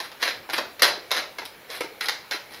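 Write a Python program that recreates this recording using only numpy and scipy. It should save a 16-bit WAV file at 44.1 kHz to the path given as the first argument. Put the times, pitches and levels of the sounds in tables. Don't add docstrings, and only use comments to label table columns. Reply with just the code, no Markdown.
import sys
import numpy as np
from scipy import signal
from scipy.fft import rfft, irfft, next_fast_len
from scipy.io import wavfile
from scipy.ndimage import uniform_filter1d

SR = 44100
rng = np.random.default_rng(int(sys.argv[2]) if len(sys.argv) > 2 else 0)


def how_loud(loudness_db):
    steps = np.asarray(loudness_db, float) / 20
    return 10 ** steps


def master_out(mix):
    frames = np.transpose(np.atleast_2d(mix))
    ceiling = np.clip(frames, -1, 1)
    pcm = np.round(ceiling * 32767).astype(np.int16)
    wavfile.write(sys.argv[1], SR, pcm)


N = 114660

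# pitch_hz, level_db (per Hz)
VENT_COLOUR = [(25, -20.5), (100, -9.5), (230, -9), (480, -2), (1100, -8), (2200, -8.5), (7500, -22.5),
               (13500, -18.5)]
# pitch_hz, width_hz, lift_db
VENT_RESONANCES = [(2278, 160, 6), (4120, 540, 5)]
VENT_DB, VENT_PATCH_DB = -47.5, 2

# start_s, length_s, level_db, swell_share (0-1), edge_sheen_db
SLIDES = [(-.01, 0.0728, -38, 0.13, 4), (0.187, 0.0716, -28.5, 0.48, 2.5), (0.256, .035, -34, 0.41, 3.5),
          (0.282, 0.0372, -34, 0.41, -1.5), (0.509, 0.0216, -52, 0.26, -13.5),
          (0.52, 0.0426, -35, 0.12, 7.5), (0.554, 0.0309, -28, 0.48, -18), (0.828, 0.0573, -20, 0.03, 0),
          (1.106, 0.0864, -23, 0.45, -0.5), (1.412, 0.046, -49.5, 0.26, -2.5),
          (1.668, 0.1095, -36.5, 0.41, 5.5), (1.824, 0.0242, -39, 0.36, -6.5),
          (2.016, 0.0324, -34, 0.42, 6), (2.102, 0.045, -37.5, 0.19, -35), (2.317, 0.0258, -30.5, 0.07, 3),
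          (2.346, 0.0198, -34.5, 0.26, 2), (2.487, 0.107, -46.5, 0.24, 5)]
SLIDE_SAG_DB, SLIDE_FALL_S = -2.5, 0.00493
SLIPS_PER_S, SLIP_SPREAD_DB, SLIP_S = 700, 2.5, 0.000634
SMOOTH_SHARE = 0.268
LEAD_IN_S, LEAD_IN_DB = 0.00404, -12.5

# start_s, peak_db, palm_thud_db, snap_db, edge_sheen_db
SLAPS = [(.0016, -18, 8, 5.5, 5.5), (0.1164, -28.5, 7.5, 5.5, 4.5), (0.2185, -22.5, -7.5, 5.5, -0.5),
         (0.2278, -5, 2, -1.5, -3.5), (.278, -5.5, 0, -11.5, -12), (.4905, -22, 14, -5, -3.5),
         (.4985, -16, -5, 1, 2), (.5332, -11, 4, -1.5, 2), (0.5809, -7, 7, -1, 0), (0.7954, -15.5, 2, 1, 0),
         (0.8212, 2, -4.5, 4.5, 9), (1.107, -14.5, 1, 2.5, -4.5), (1.1147, -5, -0.5, 3, 3.5),
         (1.186, -27, 6, -1, -1), (1.3852, -14.5, 4, -1.5, -2), (1.418, -24.5, 9.5, -9, -11),
         (1.4528, -28, -7, 11.5, 16.5), (1.7018, -32.5, 11, 13, -1.5), (1.8074, -12, 5, -11, 2),
         (2.0096, -8, -5.5, -2, -2), (2.0577, -23.5, 7.5, 13.5, 14.5), (2.085, -4.5, -3, 3, 2.5),
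         (2.3109, -11, 1.5, 3, 0), (2.5368, -30.5, 8.5, 7.5, 4)]
SLAP_DB, SLAP_RISE_S, CONTACT_S = -0.5, 0.00043, 0.001359

# pitch_hz, level_db (per Hz)
CARD_COLOUR = [(88, -46), (150, -23), (854, -3.5), (3350, -4), (4080, -6.5), (8230, -15), (10200, -15),
               (13200, -21.5), (16000, -38)]
# pitch_hz, width_hz, lift_db
DECK_HOLLOWS = [(904, 246, 3.5), (7800, 535, 6.5), (2065, 683, 3.5), (4057, 127.6, 9), (5160, 490, 2.5)]
THUD_HZ, SNAP_HZ, SHEEN_HZ, BASS_CUT_HZ = 972, 3044, 7920, 198.6

# start_s, peak_db, pitch_hz
KNOCKS = [
    (0.976, -28, 384),
    (1.695, -30, 472.6),
    (1.807, -22.5, 481.8),
    (1.808, -27, 308),
    (2.345, -31, 324),
    (1.844, -26.5, 348.8),
]
KNOCK_T60_S, KNOCK_RISE_S = 0.0419, 0.0014
KNOCK_ROOM_SHARE = 0.165

# delay_s, level_db
WALLS = [(.0017, -5), (.0035, -9), (.0058, -4), (.0088, -4), (.0115, -7), (.014, -9), (.021, -15)]
WALL_SHIFT_S, WALL_SCATTER_DB = .0003, 2
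WALL_DULL_HZ = 11110
# pitch_hz, fade_s
ROOM_FADE = [(250, 0.752), (700, 0.432), (2000, 0.346), (5000, 0.3633), (12000, 0.1877)]
ROOM_DB, ROOM_START_S = -3, 0.0115

NOTCH_HZ, NOTCH_WIDE_HZ, NOTCH_DB = 8270, 450, -16
TOP_HZ, OVER_TOP_DB = 15780, -18
CEILING, KNEE = .95, 4


def unit(x):
    return x / np.sqrt(np.mean(x ** 2) + 1e-20)


def along(points, hz):
    f, v = np.transpose(points)
    return np.interp(np.log(hz + 1), np.log(f + 1), v)


def bump(hz, centre_hz, wide_hz):
    return 1 / (1 + (2 * (hz - centre_hz) / wide_hz) ** 2)


def bumps(hz, resonances):
    return sum(db * bump(hz, centre, wide) for centre, wide, db in resonances)


def coloured(x, db_of):
    m = 2 * next_fast_len(N // 2 + 4096)
    gain = how_loud(db_of(np.fft.rfftfreq(m, 1 / SR)))
    cep = irfft(np.log(np.maximum(gain, 1e-6)), m)
    cep[1:m // 2] *= 2
    cep[m // 2 + 1:] = 0
    return irfft(rfft(x, m) * np.exp(rfft(cep)), m)[..., :N]


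def passed(x, hz, kind, order=2):
    sos = signal.butter(order, hz, kind, fs=SR, output="sos")
    return signal.sosfilt(np.vstack([sos, sos]), x)


def ventilation():
    z = signal.stft(rng.standard_normal(N + 512), nperseg=512)[2]
    patches = uniform_filter1d(rng.standard_normal(z.shape), 6, 0)
    patches = uniform_filter1d(patches, 12, 1)
    hiss = signal.istft(z * how_loud(VENT_PATCH_DB * unit(patches)), nperseg=512)[1][:N]
    hiss = coloured(hiss, lambda hz: along(VENT_COLOUR, hz) + bumps(hz, VENT_RESONANCES))
    return how_loud(VENT_DB) * unit(hiss)


def slides():
    t = np.arange(N) / SR
    slips = (rng.random(N) < SLIPS_PER_S / SR) * how_loud(SLIP_SPREAD_DB * rng.random(N))
    grain = np.convolve(slips, np.exp(-t[:300] / SLIP_S))[:N]
    rub = unit(rng.standard_normal(N) * (SMOOTH_SHARE + unit(grain)))
    lead_ins = [(s - LEAD_IN_S, LEAD_IN_S, db + LEAD_IN_DB, 1, 0) for s, db, *_ in SLAPS]
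    stroke = np.zeros((4, N))
    for s, length, db, swell, sheen_db in SLIDES + lead_ins:
        swell = np.clip(swell, .02, .98)
        u = (t - s) / length
        rise = np.clip(u / swell, 0, 1) ** 2
        sag = how_loud(SLIDE_SAG_DB * np.clip((u - swell) / (1 - swell), 0, 1))
        fall = np.exp(-np.maximum(t - s - length, 0) / SLIDE_FALL_S)
        stroke += how_loud(db + np.array([[0], [0], [0], [sheen_db]])) * rise * sag * fall
    return stroke * rub


def slaps():
    out = np.zeros((4, N + SR))
    t = np.arange(2048) / SR
    lead = 72
    shape = np.roll((1 - np.exp(-t / SLAP_RISE_S)) * np.exp(-t / CONTACT_S), lead)
    gate = np.clip((np.arange(len(t)) - lead) / SR / SLAP_RISE_S + 1, 0, 1)
    for s, db, thud_db, snap_db, sheen_db in SLAPS:
        z = rfft(rng.standard_normal(len(t)) * shape)
        even = z / np.sqrt(uniform_filter1d(abs(z) ** 2, size=24))
        crack = irfft(even) * np.linalg.norm(shape) * gate
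        layer_db = np.array([[thud_db], [0], [snap_db], [sheen_db]])
        at = max(round(s * SR) - lead, 0)
        out[:, at:at + len(t)] += how_loud(db + SLAP_DB + layer_db) * crack
    return out[:, :N]


def card_sound(layers):
    thud, body, snap, sheen = layers
    top = passed(snap, SHEEN_HZ, "low") - passed(sheen, SHEEN_HZ, "high")
    upper = passed(body, SNAP_HZ, "low") - passed(top, SNAP_HZ, "high")
    whole = passed(thud, THUD_HZ, "low") - passed(upper, THUD_HZ, "high")
    whole = passed(whole, BASS_CUT_HZ, "high")

    def deck_db(hz):
        return along(CARD_COLOUR, hz) + bumps(hz, DECK_HOLLOWS)

    scale = np.sqrt(np.mean(how_loud(deck_db(np.linspace(0, SR / 2, 2000))) ** 2))
    return coloured(whole, deck_db) / scale


def knocks():
    out = np.zeros(N + SR)
    t = np.arange(SR // 5) / SR
    rise = 1 - np.exp(-t / KNOCK_RISE_S)
    for s, db, hz in KNOCKS:
        note = how_loud(db - 60 * t / KNOCK_T60_S) * rise * np.sin(2 * np.pi * hz * t)
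        out[round(s * SR):][:len(t)] += note
    return out[:N]


def room(x):
    near, far = np.zeros(N + SR), np.zeros(N + SR)
    step = SR // 40
    delay_s, wall_db = np.transpose(WALLS)
    for a in range(0, N, step):
        stretch = x[a:a + step]
        shift, scatter = rng.standard_normal((2, len(WALLS)))
        taps = np.round((delay_s + WALL_SHIFT_S * shift) * SR).astype(int)
        strengths = how_loud(wall_db + WALL_SCATTER_DB * scatter) * np.sign(shift)
        echo = np.convolve(stretch, np.bincount(taps, strengths))
        near[a:a + len(echo)] += echo
        hz, t, z = signal.stft(rng.standard_normal(SR // 2), SR, nperseg=256)
        fade = how_loud(-60 * t / along(ROOM_FADE, hz)[:, None])
        tail = signal.istft(z * fade, SR, nperseg=256)[1]
        tail *= 1 - np.exp(-(np.arange(len(tail)) / SR / ROOM_START_S) ** 2)
        wet = signal.fftconvolve(stretch, tail / np.linalg.norm(tail))
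        far[a:a + len(wet)] += wet
    return x + passed(near[:N], WALL_DULL_HZ, "low", order=1) + how_loud(ROOM_DB) * far[:N]


def scene():
    cards = card_sound(slaps() + slides())
    hand = knocks()
    in_room = room(cards + KNOCK_ROOM_SHARE * hand)
    beside_ear = (1 - KNOCK_ROOM_SHARE) * hand
    return (in_room + beside_ear + ventilation())[None]


def roll_off(x):
    return signal.sosfilt(signal.butter(12, 16490, fs=SR, output="sos"), x)


def record(dry):
    def microphone_db(hz):
        slope = -.012 * np.maximum(hz - TOP_HZ, 0)
        notch = NOTCH_DB * bump(hz, NOTCH_HZ, NOTCH_WIDE_HZ)
        shelf = OVER_TOP_DB / (1 + np.exp(np.clip((TOP_HZ - hz) / 60, -50, 50)))
        return slope + notch + shelf

    rounded = dry / (1 + abs(dry / CEILING) ** KNEE) ** (1 / KNEE)
    return roll_off(coloured(rounded, microphone_db))


dry = scene()
out = record(dry)
master_out(out)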